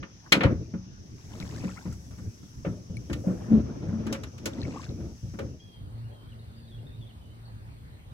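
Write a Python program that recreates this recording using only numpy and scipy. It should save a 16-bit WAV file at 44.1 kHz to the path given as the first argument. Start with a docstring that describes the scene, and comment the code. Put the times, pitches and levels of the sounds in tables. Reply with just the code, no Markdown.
"""Two oars work in the oarlocks of a small metal boat: struck steel modes and hull panels clank and thud.
Loaded, the oars grind, boom and groan as shaped noise and a sagging tone; the blades splash and drip as
crowds of damped bubble sines. Cicadas hiss in the woods as band noise over rumble and faint high hiss.
The scene then dissolves to a quiet bank: whistled songbirds, steady hiss and a far motor of two harmonics.
A small stereo microphone pair hears sources with differing leads and levels on its two sides."""
import sys
import numpy as np
from scipy import signal
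from scipy.fft import rfft, irfft, next_fast_len
from scipy.io import wavfile
from scipy.ndimage import uniform_filter1d, map_coordinates

SR = 44100
rng = np.random.default_rng(int(sys.argv[2]) if len(sys.argv) > 2 else 0)


def store_pcm(level_fs):
    """Save levels as 16-bit WAV."""
    pcm = np.round(np.clip(level_fs, -1, 1) * 32767).astype(np.int16)
    wavfile.write(sys.argv[1], SR, np.atleast_2d(pcm).T)


N = 358532
T = np.arange(N) / SR


def amp(db):
    """Decibel law: level to amplitude."""
    return 10 ** (np.asarray(db) / 20)


def unit(x):
    """Normalisation: scale to rms 1."""
    return x / np.sqrt(np.mean(x ** 2) + 1e-20)


def along(points, hz):
    """Logarithmic frequency scale: interpolate (frequency [Hz], value) points."""
    f, v = np.transpose(points)
    return np.interp(np.log(hz + 1), np.log(f + 1), v)


def curves(rows):
    """Envelopes: interpolate each column over time; last comes a gate open over the rows' span."""
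    s, *columns = np.transpose(rows)
    gate = np.clip(np.minimum(T - s[0], s[-1] - T) / .008, 0, 1)
    return [np.interp(T, s, column) for column in columns] + [gate]


def peak(s, db, rise_s, fall_db_s, depth_db=25, hold_s=0):
    """Exponential decay: a level climbs to db within rise_s after s, holds, then falls steadily in dB."""
    climb_db = depth_db * (1 - (T - s) / rise_s)
    fall_db = fall_db_s * np.maximum(T - s - rise_s - hold_s, 0)
    return db - np.maximum(climb_db, fall_db)


def wobble(rate):
    """Random modulation: a smooth curve with rate knots a second."""
    knots = rng.standard_normal(int(N * rate / SR) + 4)
    return map_coordinates(knots, [T * rate])


def filtered(x, response):
    """Linear filtering: the spectrum of x times a complex response of frequency."""
    m = 2 * next_fast_len(N // 2 + 4096)
    return irfft(rfft(x, m) * response(np.fft.rfftfreq(m, 1 / SR)), m)[..., :N]


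def noise(spectrum, lo_hz=0, hi_hz=SR):
    """Spectral shaping: coloured noise of rms 1 between two soft edges."""
    def response(f):
        edges = 1 / (1 + (lo_hz / (f + 1)) ** 6) / (1 + (f / hi_hz) ** 6)
        return amp(along(spectrum, f)) * edges
    return unit(filtered(rng.standard_normal(N), response))


def resonance(f, centre_hz, width_hz):
    """Simple resonator: a band-pass response of gain 1 at its centre."""
    damping = 1j * f * width_hz
    return damping / (centre_hz * centre_hz - f * f + damping)


def heard(x, lead_ms, pan_db, turn=0):
    """Interaural cues: the left side leads by lead_ms and turn [rad], and is pan_db stronger."""
    half = lambda f: np.pi * f * lead_ms / 1000 + turn / 2
    sides = filtered(x, lambda f: np.exp(1j * np.array([half(f), -half(f)])))
    return sides * amp([[pan_db / 2], [-pan_db / 2]])


# left-right likeness of far sound: (frequency [Hz], correlation)
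LIKENESS = [(60, 0.93), (200, 0.82), (350, 0.14), (550, 0.036), (1300, -0.65), (2400, -0.34), (3500, -0.34),
            (15000, 0.066)]
BASS_TURN, BASS_HZ = -.45, 450  # left lead [rad] in the bass; frequency [Hz] above which it fades


def far(spectrum):
    """Diffuse-field coherence: stereo noise of rms 1, nearly alike on both sides in the bass."""
    def mid_side(f):
        angle = np.arccos(np.clip(along(LIKENESS, f), -1, 1)) / 2
        return amp(along(spectrum, f)) * [np.cos(angle), np.sin(angle)]
    mid, side = filtered(rng.standard_normal((2, N)), mid_side)
    lead = lambda f: np.exp(.5j * np.outer([1, -1], BASS_TURN / (1 + (f / BASS_HZ) ** 4)))
    return filtered(np.array([mid + side, mid - side]), lead) / np.sqrt(np.var(mid) + np.var(side))


def patchy(x, depth_db):
    """Random time-frequency modulation: patches of gain over time and pitch."""
    z = signal.stft(x, nperseg=512)[2]
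    field = uniform_filter1d(rng.standard_normal(z.shape[1:]), size=6, axis=0)
    field = uniform_filter1d(field, size=14, axis=1)
    return signal.istft(z * amp(depth_db * unit(field)), nperseg=512)[1][:, :N]


# far rumble on the lake: (frequency [Hz], relative density [dB])
LAKE_SPECTRUM = [(25, -16), (103, -4), (325, -13), (501, -23.5), (1360, -32), (3110, -37), (4500, -43.5),
                 (5850, -63.5), (9900, -120)]


def lake_rumble():
    """Diffuse field: far low noise whose level varies in patches."""
    return amp(-52) * patchy(far(LAKE_SPECTRUM), depth_db=4.5)


# faint high background hiss: (frequency [Hz], relative density [dB])
FINE_HISS_SPECTRUM = [(3000, -43.5), (6000, -2.5), (9000, -4), (12000, -8), (16000, -14.5)]
# its rise and fall: (time [s], level [dB])
FINE_HISS_LEVEL = [(0.0, -84), (0.36, -69.5), (0.9, -79.5), (1.2, -69.5), (1.38, -62.5), (2.7, -67.5),
                   (2.9, -71.5), (3.27, -62.5), (3.7, -73.5), (4.68, -70.5), (5.27, -67.5), (5.7, -72)]


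def fine_hiss():
    """Amplitude modulation: a faint high background hiss, rising and falling in level."""
    level_db, _ = curves(FINE_HISS_LEVEL)
    return heard(amp(level_db) * noise(FINE_HISS_SPECTRUM), 0.25, .3, turn=0.98)


# cicada chorus: (frequency [Hz], relative density [dB])
CICADA_SPECTRUM = [(4200, -6), (4900, 1.5), (5700, 8.5), (6500, 4), (7200, -20), (9000, -54)]


def cicadas():
    """Incoherent superposition: the chorus is unrelated band noise on each side, with a shared flutter."""
    sides = np.array([noise(CICADA_SPECTRUM), noise(CICADA_SPECTRUM)])
    return amp(0.69 * wobble(60)) * sides * amp([[-58], [-61]])


# far rumble and faint noise at the bank: (frequency [Hz], relative density [dB])
BANK_SPECTRUM = [(15, -66), (43, -6.5), (113, -2.5), (190, -15), (662, -28), (3290, -39), (4370, -38.5),
                 (7000, -58), (9100, -48), (15400, -120)]


def bank_rumble():
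    """Diffuse field: far rumble and faint noise, gently patchy in level."""
    return amp(-47) * patchy(far(BANK_SPECTRUM), depth_db=2.5)


# steady faint high background hiss: (frequency [Hz], relative density [dB])
HISS_AT_BANK = [(4000, -76), (6500, 3.5), (9000, 0.5), (12000, -2.5), (15200, -1.5), (16000, -25.5)]


def bank_hiss():
    """Stationary noise: a steady faint high background hiss above the rumble."""
    return heard(amp(-72.5) * noise(HISS_AT_BANK), -.227, .2, turn=1.03)


# far engine: (time [s], level before swell [dB])
MOTOR_LEVEL = [(5.6, -64.5), (5.93, -43), (6.72, -44), (7.18, -50), (8.13, -50)]
# its harmonics: (multiple of the fundamental, relative level [dB])
MOTOR_ORDERS = [(1, 0), (2, -15)]
MOTOR_HZ = 113


def motor():
    """Harmonic series: a far engine drones; the air makes it swell and fade."""
    db, on = curves(MOTOR_LEVEL)
    swell_db = 4
    turn = 2 * np.pi * MOTOR_HZ * T + .5 * wobble(8.7)
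    drone = sum(amp(level + swell_db * wobble(9.0)) * np.sin(k * turn) for k, level in MOTOR_ORDERS)
    return heard(on * amp(db) * drone, 0, .2, turn=BASS_TURN)


# near bird's first note: (time [s], pitch [Hz], level [dB])
NEAR_BIRD = [(5.596, 3190, -51), (5.631, 3334, -59.5), (5.774, 3180, -59.5), (5.81, 3250, -81)]
# far bird notes: (start [s], length [s], start pitch [Hz], end pitch [Hz], start level [dB])
FAR_BIRDS = [(5.851, .04, 3400, 2710, -71.5), (6.77, .05, 3000, 2530, -65.5),
             (5.994, 0.1, 2740, 2860, -67.5), (6.109, 0.18, 3260, 3100, -66),
             (6.284, 0.055, 3430, 2750, -61), (6.386, 0.053, 3880, 3580, -64.5),
             (6.39, 0.068, 4420, 4040, -64.5), (6.479, 0.23, 3590, 3450, -71),
             (6.55, 0.042, 4540, 4800, -60), (6.595, 0.048, 4800, 4300, -66.5),
             (6.668, 0.077, 4040, 3340, -58.5), (6.709, 0.059, 3460, 3240, -57),
             (6.86, 0.054, 3650, 3650, -59), (6.909, 0.065, 3590, 3920, -65.5),
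             (7.01, 0.056, 3540, 3120, -58), (7.062, 0.058, 3780, 2720, -59),
             (7.196, 0.14, 3000, 3030, -67), (7.443, 0.05, 4770, 3890, -62)]
NOTE_FADE_DB = 1.5  # from start to end of a far note


def birds():
    """Frequency modulation and reverberation: unsteady far whistles and a near note, smeared by the trees."""
    waver = 1 + 0.014 * wobble(90)
    flutter = .8 + 0.7 * wobble(260)  # leaves break up the far notes
    hz, db, on = curves(NEAR_BIRD)
    turn = 2 * np.pi * np.cumsum(hz) / SR
    # the near note shows the partials around its strongest
    partials = .2 * np.sin(3 / 2 * turn) + .1 * np.sin(3 / 4 * turn) + .07 * np.sin(5 / 4 * turn)
    out = on * amp(db) * (np.sin(turn) + partials)
    for s, long, start_hz, end_hz, start_db in FAR_BIRDS:
        hz, db, on = curves([(s, start_hz, start_db), (s + long, end_hz, start_db - NOTE_FADE_DB)])
        out += on * amp(db) * flutter * np.sin(2 * np.pi * np.cumsum(hz * waver) / SR)
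    t = T[:SR // 2]
    tail = rng.standard_normal((2, len(t))) * amp(-60 * t / 0.5)
    smeared = signal.fftconvolve(out[None], tail / np.linalg.norm(tail[0]), axes=1)[:, :N]
    return heard(out, -0.31, 0.58) + amp(-1.0) * smeared


def bubbles(s, db, hz, cycles, rise=.11):
    """Bubble resonance: damped sines whose pitch rises as each bubble nears the surface."""
    t = np.arange(700) / SR
    u = t * (hz / cycles)[:, None]
    envelope = amp(db)[:, None] * np.exp(-2.5 * u) * (1 - np.exp(-12 * u))
    x = envelope * np.sin(2 * np.pi * hz[:, None] * t * (1 + rise * u))
    x *= np.cos(np.linspace(0, np.pi / 2, len(t)))  # close each bubble smoothly
    at = np.round(s * SR).astype(int)[:, None] + np.arange(len(t))
    return np.bincount(at.ravel(), x.ravel(), N + SR)[:N]


# bubble strength by pitch, also the colour of fizz and spray: (frequency [Hz], relative level [dB])
BUBBLE_SPECTRUM = [(300, 19), (700, -6), (1500, -6), (3000, -3), (5000, 7), (8500, -8), (9500, -130),
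                   (16000, -37.5)]


def crowd(lo_hz, hi_hz, count, cycles=5, longer=18):
    """Random superposition: bubbles of chance pitch, size and life while the oars work; rms 1."""
    draw = rng.random((count, 4))
    hz = lo_hz * (hi_hz / lo_hz) ** draw[:, 1]
    db = along(BUBBLE_SPECTRUM, hz) - 3 * np.log(draw[:, 2] + .01)
    return unit(bubbles(5.2 * draw[:, 0], db, hz, cycles + longer * draw[:, 3] ** 2))


# single bubbles and drops: (time [s], level [dB], pitch [Hz])
SINGLE_DROPS = [(0.136, -57, 2710), (0.202, -56, 1730), (1.335, -42.5, 2870), (1.401, -29, 3680),
                (1.4258, -33.5, 2050), (1.493, -36, 4560), (1.5586, -43, 1540), (1.581, -42, 1690),
                (1.609, -39, 2400), (1.681, -38, 2300), (1.762, -45, 980), (1.772, -36.5, 1960),
                (1.779, -36, 1310), (1.861, -41.5, 940), (1.924, -43, 1290), (4.535, -37, 3320),
                (4.617, -28, 3900), (4.633, -29, 4000), (4.583, -44, 1890), (4.627, -38, 1750),
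                (4.6516, -34, 2070), (4.743, -41, 1020), (4.759, -34, 830), (4.7714, -30.5, 1083),
                (4.795, -34.5, 1000), (4.865, -42, 1470), (4.892, -36, 3660)]
# a short steady ping and its partials: (time [s], level [dB], pitch [Hz])
PING_PARTIALS = [(2.969, -33.5, 2270), (2.969, -43, 4240), (2.969, -46, 4400), (2.969, -41, 10000)]


def drops():
    """Bubble resonance: loud single bubbles, each with two weaker neighbours near in time and pitch; one ping."""
    s, db, hz = np.transpose(SINGLE_DROPS)
    out = bubbles(s, db, hz, np.clip(36000 / hz, 7, 18))
    out += bubbles(*np.transpose(PING_PARTIALS), np.full(len(PING_PARTIALS), 30.), rise=0)
    for _ in range(2):
        late, off = rng.standard_normal((2, len(s)))
        out += bubbles(s + .008 * late, db - 8, hz * np.exp(.13 * off), np.full(len(s), 9.))
    return heard(out, 0.113, 5.9)


# water eddies round the blade: (time [s], level before wobble [dB])
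EDDIES = [(.2, -80), (.27, -54.5), (.32, -89.5), (3.18, -85), (3.28, -56.5), (3.5, -57), (3.75, -57),
          (3.84, -81), (3.87, -57.5), (4.1, -54), (4.2, -72)]
# blade leaves the water: (start [s], end [s], flow level [dB])
BLADE_EXITS = [(1.172, 1.954, -58.5), (4.474, 4.915, -57.5)]
SPLASH_RISE_S, SPLASH_FALL_S, SPLASH_SWELL_DB = 0.38, 0.26, 12.5
WATER_DB, SPRAY_DB = -0.5, -4.5  # against the flow level


def splash():
    """Bubble entrainment: water pours off the blade in clumps as gurgles, small bubbles, fizz and ticking spray."""
    clumps = amp(3.6 * wobble(60))
    gurgle = amp(3.5 * wobble(30) + 3) * crowd(650, 2620, count=2400)
    fizz = .35 * noise(BUBBLE_SPECTRUM, lo_hz=1500)
    water = clumps * (crowd(1520, 9460, count=2600) + fizz)
    ticks = crowd(4000, 8800, count=400, cycles=2.6, longer=0)
    spray = noise(BUBBLE_SPECTRUM, lo_hz=6810) + ticks
    swirl_db, pulling = curves(EDDIES)
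    out = pulling * amp(swirl_db + 3 * wobble(17)) * crowd(600, 1800, count=2600)
    for start, end, db in BLADE_EXITS:
        low_db = db - SPLASH_SWELL_DB
        flow_db, on = curves([(start, low_db), (start + SPLASH_RISE_S, db),
                              (end - SPLASH_FALL_S, db), (end, low_db)])
        out += on * amp(flow_db) * (gurgle + amp(WATER_DB) * water + amp(SPRAY_DB) * spray)
    return out


# the oar shaft's resonances: (centre [Hz], width [Hz], level over what excites it [dB])
SHAFT_MODES = [(920, 13, 0), (1343, 180, -1.5), (2360, 600, -0.5)]


def sings(f):
    """Forced resonance: the shaft's modes on top of what excites them."""
    return 1 + sum(amp(db) * resonance(f, centre, width) for centre, width, db in SHAFT_MODES)


# hull panels: (frequency [Hz], 60 dB decay time [s])
HULL_MODES = [(70, 0.97), (105, 0.15), (170, 0.17), (185, 0.34), (220, 0.15), (250, 0.018), (290, 0.17),
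              (335, 0.17), (425, 0.095), (500, 0.13), (545, 0.2), (615, 0.064), (720, .07)]
HUM_DB = 5  # how far each panel stands out of the grinding


def hums(f):
    """Forced resonance: the hull panels' modes, of width set by their decay time, on top of what excites them."""
    width = lambda t60: np.log(1000) / np.pi / t60
    return 1 + amp(HUM_DB) * sum(resonance(f, centre, width(t60)) for centre, t60 in HULL_MODES)


# hull under load: (frequency [Hz], relative density [dB])
LOADED_HULL = [(25, -42.5), (65, -4.5), (121, 0.5), (220, -3), (600, -14), (830, -30), (1650, -41.5),
               (4380, -49), (6500, -78.5), (11000, -120)]
# steady oar load on the hull: (time [s], level [dB])
OAR_LOAD = [(0.0, -56), (1.06, -62), (1.4, -42), (1.68, -39), (1.8, -56), (2.05, -57), (2.24, -43.5),
            (2.32, -53.5), (2.62, -60.5), (3.2, -48), (3.46, -39), (3.8, -38.5), (4.11, -36), (4.33, -46),
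            (4.5, -38.5), (4.68, -36.5), (4.8, -45.5), (5.08, -42), (5.15, -52), (5.7, -101)]
PIVOT_DB, BODY_OVER_DB, RUB_OVER_DB = -39.5, -2, -25.5  # at this load, body and rub against the boom
BODY_GROWS, RUB_GROWS = 1.4, 1.3  # dB per dB of load
PULL_START_S, PULL_END_S, PULL_RUB_DB = 2.3, 5.5, 6.5  # blade pulls in the water, shaft grinds harder
# the oar lurches in its lock and the hull shudders: (onset [s], boom level [dB], body level [dB])
LURCHES = [(0.331, -44.5, -27.5), (.44, -22.5, -28), (1.855, -40, -46), (2.65, -36.5, -36.5),
           (2.895, -42.5, -44.5), (3.1, -37.5, -37), (3.27, -56.5, -34), (3.512, -31, -33),
           (4.879, -36, -42.5), (5.22, -33, -50), (5.388, -39.5, -37)]
JOLT_RISE_S, JOLT_HOLD_S = 0.012, 0.025
BOOM_FALL_DB_S, BODY_FALL_DB_S = 85, 124.5
# oarlock pin slipping: (full strength [s], level [dB], fall [dB/s])
PIN_SLIPS = [(3.53, -11.5, 255), (3.941, -26.5, 158), (4.074, -29, 164)]
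GROAN_HZ, GROAN_SAG_HZ_S = 220.7, 13
GROAN_RISE_S, GROAN_HOLD_S, GROAN_LASTS_S = 0.085, 0.018, 0.23


def strain():
    """Stick-slip friction: the loaded oar grinds in its lock; the panels boom, the pin slips at a hull mode."""
    load_db, gate = curves(OAR_LOAD)
    over_db = load_db - PIVOT_DB
    jolt = lambda s, db, fall: amp(peak(s, db, JOLT_RISE_S, fall, hold_s=JOLT_HOLD_S))
    boom = amp(load_db) + sum(jolt(s, db, BOOM_FALL_DB_S) for s, db, _ in LURCHES)
    shudder = sum(jolt(s, db, BODY_FALL_DB_S) for s, _, db in LURCHES)
    body = amp(PIVOT_DB + BODY_OVER_DB + BODY_GROWS * over_db) + shudder
    pull = np.clip(np.minimum(T - PULL_START_S, PULL_END_S - T) / 0.038, 0, 1)
    rub = amp(PIVOT_DB + RUB_OVER_DB + RUB_GROWS * over_db + PULL_RUB_DB * pull) + amp(-26.5) * shudder
    jerk = wobble(35)  # body and rub jerk together
    panel_noise = unit(filtered(noise(LOADED_HULL, lo_hz=160, hi_hz=720), hums))
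    shaft_noise = filtered(noise(LOADED_HULL, lo_hz=680), sings)
    out = boom * amp(1.5 * wobble(13.0)) * noise(LOADED_HULL, hi_hz=142)
    out += body * amp(3.17 * jerk) * panel_noise
    out += rub * amp(3.1 * jerk + 1.7 * wobble(7.0)) * shaft_noise
    for s, db, fall_db_s in PIN_SLIPS:
        turn = 2 * np.pi * np.cumsum(GROAN_HZ - GROAN_SAG_HZ_S * np.clip(T - s, -1, 1)) / SR
        on = np.clip((s + GROAN_LASTS_S - T) / .02, 0, 1)
        groan_db = peak(s - GROAN_RISE_S, db, GROAN_RISE_S, fall_db_s, depth_db=42, hold_s=GROAN_HOLD_S)
        out += on * amp(groan_db) * np.sin(turn)
    return gate * out


def ring(hz, db, t60, t):
    """Modal superposition: decaying modes at chance strengths and phases, peak 1."""
    chance = rng.standard_normal((2, len(hz), 1))
    spread_db = 3.2
    modes = amp(db + spread_db * chance[0] - 60 * t / t60) * np.sin(2 * np.pi * hz * t + chance[1])
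    x = np.sum(modes, axis=0)
    return x / np.max(np.abs(x))


# oarlock and oar shaft: (frequency [Hz], relative level [dB], 60 dB decay time [s])
STEEL_MODES = [(1198, -3.5, 0.057), (1450, 0, 0.12), (1800, 4, .1), (2260, 4, 0.06), (2950, 9, 0.092),
               (3300, 3.5, .08), (4160, 8.5, .07), (4380, 5, .055)]
# oar against oarlock: (time [s], blow level [dB], hull thud level [dB], thud centre [Hz], treble level [dB])
CONTACTS = [(0.0275, -31.5, -34.5, 318, -63), (0.3209, -1, -12, 314, -15), (0.343, -32, -21, 480, -60),
            (0.4068, -15, -15, 300, -54), (0.4333, -15, -7, 470, -38.5), (0.7364, -47.5, -22.5, 230, -79),
            (1.4007, -43, -26, 178, -47.5), (1.6364, -48, -21.5, 224, -50.5), (1.8538, -50, -23, 212, -64),
            (1.924, -68, -32, 103, -43), (2.108, -53.5, -34, 105, -54), (2.181, -53, -31, 127, -55),
            (2.428, -58.5, -40, 177, -66.5), (2.6475, -32, -22.5, 550, -75),
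            (2.665, -60, -17, 172, -77),(2.8981, -72, -26, 127, -69), (3.098, -40.5, -17.5, 293, -52),
            (3.129, -29.5, -64, 200, -37.5), (3.2397, -67, -27.5, 540, -75), (3.2681, -65, -15, 215, -79),
            (3.515, -62, -15.5, 212, -62), (3.859, -71, -31.5, 400, -66), (3.8849, -60, -22, 125, -57.5),
            (4.0659, -35.5, -20.5, 221, -41.5), (4.125, -30, -24.5, 500, -28), (4.144, -34, -45, 400, -57),
            (4.234, -36, -38, 105, -41), (4.379, -45, -51, 167, -46), (4.456, -26.5, -21, 394, -23),
            (5.0019, -55, -29, 179, -66.5), (5.3379, -53, -24.5, 206, -67), (5.3878, -34, -19, 450, -42.5)]
KNOCK_FROM_BLOW, KNOCK_FROM_THUD, KNOCK_DB = 0.53, 0.36, -17.5  # the mid knock grows with both, dB per dB
EDGE_FOLLOWS = .45  # the upper rattle takes on this share of a blow's dullness
HARD_TILT_DB, SOFT_DULLS = 6, 0.6  # steel treble per octave at 0 dB; lost per octave and dB of softer blow


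def clanks():
    """Impact excitation: contacts rattle the steel, whose treble dies first, and thud the hull at the same moment."""
    t = np.arange(SR // 3) / SR
    flat = [(500, 0.5), (6000, 3.5), (16000, -16.0)]  # (frequency [Hz], relative density [dB])
    ragged = amp(1.4 * wobble(90))  # the loose pin chatters
    body = unit(filtered(noise(flat, 390, 1900), sings))
    edge = unit(filtered(noise(flat, 1600, 3100), sings))
    upper, top = noise(flat, 2100, 4400), noise(flat, lo_hz=4520)
    fall = lambda fast, slow, slow_db: amp(-60 * t / fast) + amp(slow_db - 60 * t / slow)
    body_fall, edge_fall, top_fall = fall(0.065, 0.25, -2.0), fall(0.058, 0.15, -10.5), fall(0.034, 0.13, -15)
    steel_hz, steel_db, steel_t60 = np.transpose(STEEL_MODES)[:, :, None]
    panel_hz, panel_t60 = np.transpose(HULL_MODES)[:, :, None]
    out = np.zeros(N)
    for s, db, thud_db, centre_hz, top_db in CONTACTS:
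        knock_db = KNOCK_FROM_BLOW * db + KNOCK_FROM_THUD * thud_db + KNOCK_DB
        upper_db = db + EDGE_FOLLOWS * (top_db - db)
        at = slice(round(s * SR), round(s * SR) + len(t))
        rattle = amp(knock_db) * body[at] * body_fall
        rattle += (amp(db - 9.0) * edge[at] + amp(upper_db - 6.5) * upper[at]) * edge_fall
        rattle += amp(top_db) * top[at] * top_fall
        tilt_db = (HARD_TILT_DB + SOFT_DULLS * upper_db) * np.log2(steel_hz / steel_hz[0])
        steel = amp(db - 3.0) * ring(steel_hz, steel_db + tilt_db, steel_t60, t)
        near_db = -13 * np.abs(np.log2(panel_hz / centre_hz))  # panels near the blow's centre speak most
        thud = amp(thud_db) * ring(panel_hz, near_db, panel_t60, t) * (1 - np.exp(-t / 0.0023))
        out[at] += (ragged[at] * rattle + steel) * (1 - np.exp(-t / 0.003)) + thud
    return out


# sound in the boat: (frequency [Hz], left lead [rad])
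BOAT_LEAD = [(60, -.45), (350, -.45), (700, .6), (1400, 1.4), (2400, 2.8), (3100, 4.7), (5000, 9.4),
             (9200, 15.7), (16000, 25.9)]
# share off the hull walls: (frequency [Hz], mixing angle [rad])
WALL_SHARE = [(150, .08), (260, .15), (500, .45), (1000, .5), (5000, .7), (8000, .25), (12000, .1)]
BASS_LEFT_DB, BASS_LEFT_HZ = 2.5, 130  # the hull's lowest notes reach the left side stronger


def aboard(source, pan_db):
    """Direct and scattered sound: a path leading on the left; hull walls add an unrelated part to each side."""
    def paths(f):
        lead = np.interp(f, *np.transpose(BOAT_LEAD))
        left_db = BASS_LEFT_DB / 2 / (1 + (f / BASS_LEFT_HZ) ** 4)
        return np.exp(.5j * np.array([lead, -lead])) * amp([left_db, -left_db])
    mix = lambda f: np.clip(along(WALL_SHARE, f), 0, np.pi / 4)
    unrelated = np.array([source(), source()])
    direct, walls = filtered(unrelated, lambda f: [np.cos(mix(f)), np.sin(mix(f))])
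    sides = np.array([direct + walls, direct - walls])
    return filtered(sides, paths) * amp([[pan_db / 2], [-pan_db / 2]])


def scene():
    """Superposition and equal-power fading: the lake gives way to the bank around the boat, birds and motor."""
    cross = lambda start, end: np.clip((T - start) / (end - start), 0, 1) * np.pi / 2
    lake = lake_rumble() + fine_hiss() + cicadas()
    bank = bank_rumble() + bank_hiss()
    ambience = np.cos(cross(5.3, 5.79)) * lake + np.sin(cross(5.55, 5.81)) * bank
    boat = drops() + aboard(splash, 3.4) + aboard(strain, .6) + aboard(clanks, 0.33)
    return ambience + motor() + birds() + boat


def record(dry):
    """Band limiting: nothing is kept from 15.9 kHz upward."""
    return filtered(dry, lambda hz: hz < 15900)


dry = scene()
out = record(dry)
store_pcm(out)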